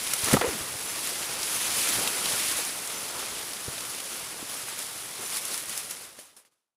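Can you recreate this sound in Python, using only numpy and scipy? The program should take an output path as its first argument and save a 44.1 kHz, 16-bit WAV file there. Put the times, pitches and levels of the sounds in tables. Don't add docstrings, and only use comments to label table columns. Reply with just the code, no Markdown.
import sys
import numpy as np
from scipy import signal
from scipy.fft import rfft, irfft, next_fast_len
from scipy.io import wavfile
from scipy.ndimage import uniform_filter1d, map_coordinates

SR = 44100
rng = np.random.default_rng(int(sys.argv[2]) if len(sys.argv) > 2 else 0)


def wav_record(signal):
    frames = np.transpose(np.atleast_2d(signal))
    bounded = np.clip(frames, -1, 1)
    quanta = np.round(bounded * 32767).astype(np.int16)
    wavfile.write(sys.argv[1], SR, quanta)


def amplitude_ratio(level_db):
    exponent = np.asarray(level_db, float) / 20
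    return 10 ** exponent


N = 298292

# t/s, blade level (speed)/dB, coarseness of the growth/dB
PUSH_COURSE = [(0, -36.5, 1), (.2, -32.5, -1), (.33, -29, 3.5), (.4, -36, 3.5), (.8, -38, 3),
               (1.04, -33.5, 0), (1.34, -36.5, 3), (1.5, -32, 0.5), (1.85, -28.5, -1.5), (2.2, -32.5, 1.5),
               (2.42, -28, -1.5), (2.8, -37, 1.5), (3.1, -38.5, 3), (3.67, -39.5, 1.5), (4.1, -39.5, 2),
               (5.15, -41, 1), (5.9, -41.5, 0.5), (6.76, -44.5, 8)]
# f/Hz, level/dB per Hz
BLADE_SPECTRUM = [(2500, -33.5), (5000, -6.5), (7500, -5.5), (9300, 0), (10600, 2), (11800, -5),
                  (13000, -9.5), (15000, -11), (16000, -18)]
LEAF_SPECTRUM = [(500, -24), (1100, -6), (2000, 0.5), (3500, 0.5), (5500, -2), (8000, -4), (12000, -23.5)]
STEM_SPECTRUM = [(80, -26), (170, -3), (250, -1), (400, 1.5), (800, 0), (1400, -0.5), (2500, -25)]
# f/Hz, level/dB per Hz
HAND_SPECTRUM = [(20, -3), (50, 1), (80, -3), (120, 2), (170, -5), (300, -25.5)]
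# f/Hz, level/dB
CRACK_SPECTRUM = [(500, -13.5), (1500, -13), (7000, -1.0), (10500, 2.0), (12500, -4.0), (16000, -11.5)]
RASP_SPECTRUM = [(400, -30.5), (900, -1.5), (2500, -1.5), (4000, -33.5)]
# f/Hz, level/dB
MICROPHONE_RESPONSE = [(15, -20), (55, -4), (90, 0), (15600, 0), (15800, -90)]

# t/s, peak level/dB, blade f/Hz, tone level re crack/dB
BLADE_SNAPS = [(.066, -17, 2220, -1), (0.0727, -15.5, 2650, 1), (0.1352, -5, 2220, -6),
               (0.244, -10.5, 7770, -5), (.2851, -14, 1750, 3), (.3124, -11, 1760, 3),
               (0.3319, -4, 1740, -4), (0.4118, -19.5, 2490, 7), (1.072, -13.5, 2640, -6),
               (1.4306, -16.5, 5420, 5), (2.0747, -16.5, 3200, 9), (2.257, -14, 3580, 3),
               (2.6494, -17, 7000, -1), (2.874, -19.5, 7920, 1), (3.5331, -26, 4370, 8),
               (3.7794, -27, 3620, 8), (3.8058, -19, 5050, -4), (4.0018, -24.5, 3400, 7),
               (4.307, -25, 2480, -6), (4.789, -17, 6900, -13), (5.369, -15.5, 3880, -3.5),
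               (5.452, -15.5, 6170, -6), (5.5423, -19, 5050, 5.5), (5.5768, -16, 2770, -3),
               (5.694, -16, 6800, -7), (5.7757, -11, 4860, -19), (5.909, -14, 7200, -17),
               (6.1886, -16.5, 1910, 0), (6.3654, -11, 7150, -15), (6.4495, -21, 2200, 8)]
# t/s, peak level/dB, f/Hz
STALK_THUMPS = [(.235, -28.5, 96), (.277, -23, 1020), (0.3287, -14, 201), (.3285, -19, 600),
                (.338, -6, 279), (.340, -16, 1712), (.341, -23.5, 910), (0.342, -26, 124.5),
                (0.344, -8, 522), (.352, -15, 200), (0.367, -17, 445), (0.368, -15, 1157),
                (0.371, -14.5, 772), (.412, -17.5, 788), (0.415, -21, 1950), (0.416, -17, 1510),
                (.425, -20.5, 1690), (0.441, -26.5, 1546), (.479, -27, 70.4), (.506, -31.5, 810),
                (.61, -34.5, 85), (2.345, -28, 507), (2.59, -27, 443), (3.16, -35, 398),
                (3.227, -30.5, 1420), (3.683, -26, 144), (3.681, -28.5, 460), (4.427, -30, 298),
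                (4.683, -30.5, 1300), (6.188, -25.5, 560)]
# t/s, slip f/Hz, level/dB
CREAK_COURSE = [
    (.414, 440, -30.5),
    (.435, 475, -25.5),
    (.455, 512.5, -21.5),
    (.48, 491, -29.5),
    (.5, 433, -32),
    (.515, 319, -38),
    (.54, 224, -34.5),
    (.6, 180, -51),
]
# t/s, lower f/Hz, upper f/Hz, level/dB
CHANNEL_SPLITS = [(.892, 5600, 7000, -45), (.892, 8200, 9800, -46), (1.895, 6240, 7600, -38),
                  (2.195, 5600, 7000, -44), (2.195, 10300, 11800, -39), (2.985, 5600, 7000, -43),
                  (3.102, 4600, 5800, -49), (3.102, 6800, 9000, -46), (3.102, 13700, 15300, -58),
                  (5.26, 6230, 9000, -41)]

# peak t/s, swell level/dB, rise t/s, fall t/s
BLADE_SWEEPS = [(.135, 2, 0.098, 0.037), (.25, 0.5, 0.028, .04), (.34, 3.5, 0.033, .02),
                (1.56, 2, .05, 0.025), (1.79, 2, 0.045, 0.089), (1.94, 2, 0.11, .06),
                (2.43, -0.5, .05, .04), (2.5, 1, .03, 0.076), (2.58, 2, .03, .03), (2.97, 1, 0.12, .05),
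                (3.27, 0, 0.18, 0.36), (3.73, 1, 0.028, 0.027), (3.79, 0.5, 0.028, .04),
                (4.18, 2.5, 0.094, 0.045), (4.35, -2, 0.12, 0.12), (4.5, 2.5, 0.027, 0.17),
                (4.82, 4, 0.079, 0.035), (5.23, 4.5, 0.036, 0.18), (5.375, 7.5, 0.12, 0.036),
                (5.54, 7, 0.25, 0.13), (5.7, 3.5, 0.048, 0.03), (5.78, 6, 0.098, .05),
                (5.91, 3.5, .02, .05), (6.04, 3, 0.054, 0.036), (6.2, 8, .03, 0.18), (6.37, 18, .01, .09),
                (6.455, 10.5, .01, .045), (6.5, -8, .02, .02), (6.53, 6, .02, .03)]
# peak t/s, swell level/dB, rise t/s, fall t/s
LEAF_DRAGS = [(.29, 0.5, .03, .03), (.42, -2, .01, 0.056), (.8, -1.5, .2, 0.09), (1.36, 1, .1, 0.063),
              (1.66, 1.5, .08, 0.026), (1.87, 1.5, .08, 0.054), (2.08, 0.5, .08, 0.089),
              (2.32, 1, 0.066, 0.074), (2.74, -1, .06, 0.035), (3.25, 2.5, .12, 0.22), (3.75, 1, .08, .08),
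              (4.7, 2, 0.039, 0.11), (5.53, 2.5, 0.07, 0.045), (5.73, 3, 0.059, 0.034),
              (5.87, -1.5, .05, 0.042), (6.31, 2.5, 0.056, 0.036), (6.48, 5, 0.032, 0.018)]
# peak t/s, swell level/dB, rise t/s, fall t/s
STEM_SWISHES = [(.65, 0, 0.057, 0.045), (1.45, -1, .15, 0.12), (1.6, -3, 0.036, .05),
                (2.0, 4.5, 0.072, 0.13), (2.5, -0.5, .15, .12), (2.74, 0.5, .05, 0.042),
                (3.17, 3, 0.066, 0.1), (4.18, 1.5, .05, 0.043), (4.4, 0.5, .15, 0.11), (4.7, 1, 0.073, .08),
                (4.9, -0.5, .08, .1), (5.23, 4, 0.067, 0.057), (5.87, 0, .06, 0.054), (6.38, 4, 0.068, .05)]
# peak t/s, swell level/dB, rise t/s, fall t/s
HAND_JOLTS = [
    (.33, 8.5, .15, .22),
    (.61, 9, .05, .06),
    (.72, 7, 0.05, 0.072),
    (1.69, 3, .04, .1),
    (1.98, 8, 0.086, 0.065),
    (3.2, 1.5, .15, .2),
    (3.69, 6, .05, .08),
    (3.9, 3, 0.09, .06),
    (6.36, 4.5, 0.09, .1),
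]

MEDIUM_DB = -36
LEAVES_DB, LEAVES_COARSE, LEAVES_SWEPT = -2, 0.4, 0.6
STEMS_DB, STEMS_SPEED, STEMS_COARSE, STEMS_SWEPT, STEMS_DRAGGED = -45.5, 0.93, 1.3, 0.45, 0.53
HAND_DB, HAND_SPEED, HAND_COARSE, HAND_UNSTEADY_DB = -57, 0.77, 0.9, 0.9
SNAP_T60_S, SNAP_RISE_S = 0.028, 0.00034
CASE_T60_S, BOOM_T60_S, BOOM_HZ = 0.026, 0.045, 85
FADE_S, FADE_DB_PER_S, FADE_BENDS_DB = 5.905, 36.5, 37.5


def unit(x):
    return x / np.sqrt(np.mean(x ** 2) + 1e-20)


def curves(rows):
    s, *cols = np.transpose(rows)
    return [np.interp(np.arange(N) / SR, s, c) for c in cols]


def swells(rows):
    t = np.arange(N) / SR
    total = 0
    for s, db, rise, fall in rows:
        phase = np.clip((t - s) / np.where(t < s, rise, fall), -1, 1)
        total = total + db * np.cos(np.pi / 2 * phase) ** 2
    return total


def wobble(rate):
    knots = rng.standard_normal(int(N * rate / SR) + 4)
    return map_coordinates(knots, [np.arange(N) * rate / SR])


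def coloured(x, spectrum):
    m = next_fast_len(N + 8192)
    f, db = np.transpose(spectrum)
    log_f = np.log(np.fft.rfftfreq(m, 1 / SR) + 1)
    gain = amplitude_ratio(np.interp(log_f, np.log(f), db))
    return irfft(rfft(x, m) * gain, m)[:N]


def patchy(patchy_db, wide, long):
    z = signal.stft(rng.standard_normal(N + 512), nperseg=256)[2]
    field = uniform_filter1d(rng.standard_normal(z.shape), wide, 0)
    field = uniform_filter1d(field, long, 1)
    return unit(signal.istft(z * amplitude_ratio(patchy_db * unit(field)), nperseg=256)[1][:N])


def crackle(share, spread_db, t60):
    caught = rng.random(N) < share
    starts = caught * amplitude_ratio(np.minimum(spread_db * rng.exponential(size=N), 11))
    puffs = signal.lfilter([1], [1, -amplitude_ratio(-60 / (t60 * SR))], starts)
    return unit(puffs * rng.standard_normal(N))


def splits():
    out, window = np.zeros(N), signal.windows.hann(2048)
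    for s, lo_hz, hi_hz, db in CHANNEL_SPLITS:
        band = [(lo_hz - 60, -90), (lo_hz, 0), (hi_hz, 0), (hi_hz + 60, -90)]
        hiss = unit(coloured(rng.standard_normal(N), band))[:2048]
        out[round(s * SR) - 1024:][:2048] += amplitude_ratio(db) * window * hiss
    return out * [[1], [-1]]


def hand_rumble(speed_db, coarse_db, bumps):
    level_db = HAND_DB + HAND_SPEED * (speed_db - MEDIUM_DB) + HAND_COARSE * coarse_db
    level_db = level_db + swells(HAND_JOLTS) + HAND_UNSTEADY_DB * wobble(7)
    return amplitude_ratio(level_db) * unit(coloured(patchy(1.4, 1, 16) + amplitude_ratio(-2.5) * bumps, HAND_SPECTRUM))


def creak():
    hz, db = curves(CREAK_COURSE)
    phase = 2 * np.pi * np.cumsum(hz * (1 + 0.15 * wobble(400))) / SR
    t = np.arange(N) / SR
    touching = (t > CREAK_COURSE[0][0]) & (t < CREAK_COURSE[-1][0])
    rasp = unit(coloured(rng.standard_normal(N), RASP_SPECTRUM)) * (1 + np.sin(phase))
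    slips = np.sin(phase) + 0.24 * np.sin(2 * phase) + amplitude_ratio(-11) * rasp
    return touching * amplitude_ratio(db - 2.5 + 2.5 * wobble(220)) * slips


def thumps():
    out, t = np.zeros(N + SR), np.arange(SR // 8) / SR
    for s, db, hz in STALK_THUMPS:
        t60 = CASE_T60_S + BOOM_T60_S * min(BOOM_HZ / hz, 1) ** 2
        drift = np.cumsum(rng.standard_normal(len(t))) * hz * 0.0002
        out[round(s * SR):][:len(t)] += amplitude_ratio(db - 60 * t / t60) * np.sin(2 * np.pi * hz * t + drift)
    return out[:N]


def snaps():
    crack, tone, t = np.zeros(N + SR), np.zeros(N + SR), np.arange(SR // 8) / SR
    for s, db, hz, tone_db in BLADE_SNAPS:
        start = round(s * SR)
        fall = amplitude_ratio(db - 7.0 - 60 * t / SNAP_T60_S) * (1 - np.exp(-t / SNAP_RISE_S))
        drift = np.cumsum(rng.standard_normal(len(t))) * 0.45
        crack[start:][:len(t)] += fall * rng.standard_normal(len(t))
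        ring = amplitude_ratio(tone_db - 30 * t / SNAP_T60_S) * fall
        tone[start:][:len(t)] += ring * np.sin(2 * np.pi * hz * t + drift)
    return coloured(crack[:N], CRACK_SPECTRUM) + tone[:N]


def stems(speed_db, coarse_db, sweep_db, drag_db, bumps, shared):
    level_db = STEMS_DB + STEMS_SPEED * (speed_db - MEDIUM_DB) + STEMS_COARSE * coarse_db
    level_db = level_db + STEMS_SWEPT * sweep_db + STEMS_DRAGGED * drag_db + swells(STEM_SWISHES)
    rub = patchy(1.4, 2, 12) + amplitude_ratio(-10.5) * bumps + amplitude_ratio(-13) * shared
    return amplitude_ratio(level_db) * unit(coloured(rub, STEM_SPECTRUM))


def leaves(speed_db, coarse_db, sweep_db, drag_db, sparse, clumps, shared):
    level_db = speed_db + LEAVES_DB + LEAVES_COARSE * coarse_db + LEAVES_SWEPT * sweep_db + drag_db
    coarse = sparse * amplitude_ratio(-10.5) * crackle(0.01, spread_db=7.0, t60=0.0069)
    rub = patchy(1.02, 5, 10) + coarse + amplitude_ratio(-11.5) * shared
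    return amplitude_ratio(level_db) * unit(coloured(rub, LEAF_SPECTRUM) * clumps)


def blades(blades_db, sparse, clumps, shared):
    fine = sparse * amplitude_ratio(-2.5) * crackle(0.037, spread_db=-0.5, t60=0.0096)
    rub = patchy(1.15, 8, 8) + fine + amplitude_ratio(-14.0) * shared
    return amplitude_ratio(blades_db) * unit(coloured(rub, BLADE_SPECTRUM) * clumps)


def grass():
    speed_db, coarse_db = curves(PUSH_COURSE)
    drag_db, sweep_db = swells(LEAF_DRAGS), swells(BLADE_SWEEPS)
    blades_db = speed_db + sweep_db
    clumps = amplitude_ratio(0.42 * wobble(25) + 0.48 * wobble(70))
    sparse = amplitude_ratio(-0.35 * np.clip(blades_db + 33.0, -4, 8))
    shared = sparse * crackle(0.008, spread_db=9.5, t60=0.0076)
    bumps = crackle(0.0022, spread_db=6.0, t60=0.046)
    low = hand_rumble(speed_db, coarse_db, bumps)
    low = low + stems(speed_db, coarse_db, sweep_db, drag_db, bumps, shared)
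    middle = leaves(speed_db, coarse_db, sweep_db, drag_db, sparse, clumps, shared)
    return low + middle + blades(blades_db, sparse, clumps, shared)


def scene():
    return np.tile(creak() + thumps() + snaps() + grass(), (2, 1))


def roll_off(x):
    return signal.sosfilt(signal.butter(12, 15740, fs=SR, output="sos"), x)


def record(dry):
    late = np.maximum(np.arange(N) / SR - FADE_S, 0)
    fade = amplitude_ratio(-FADE_DB_PER_S * late - FADE_BENDS_DB * late ** 2)
    heard = np.array([coloured(fade * x, MICROPHONE_RESPONSE) for x in dry])
    return roll_off(heard + splits())


dry = scene()
out = record(dry)
wav_record(out)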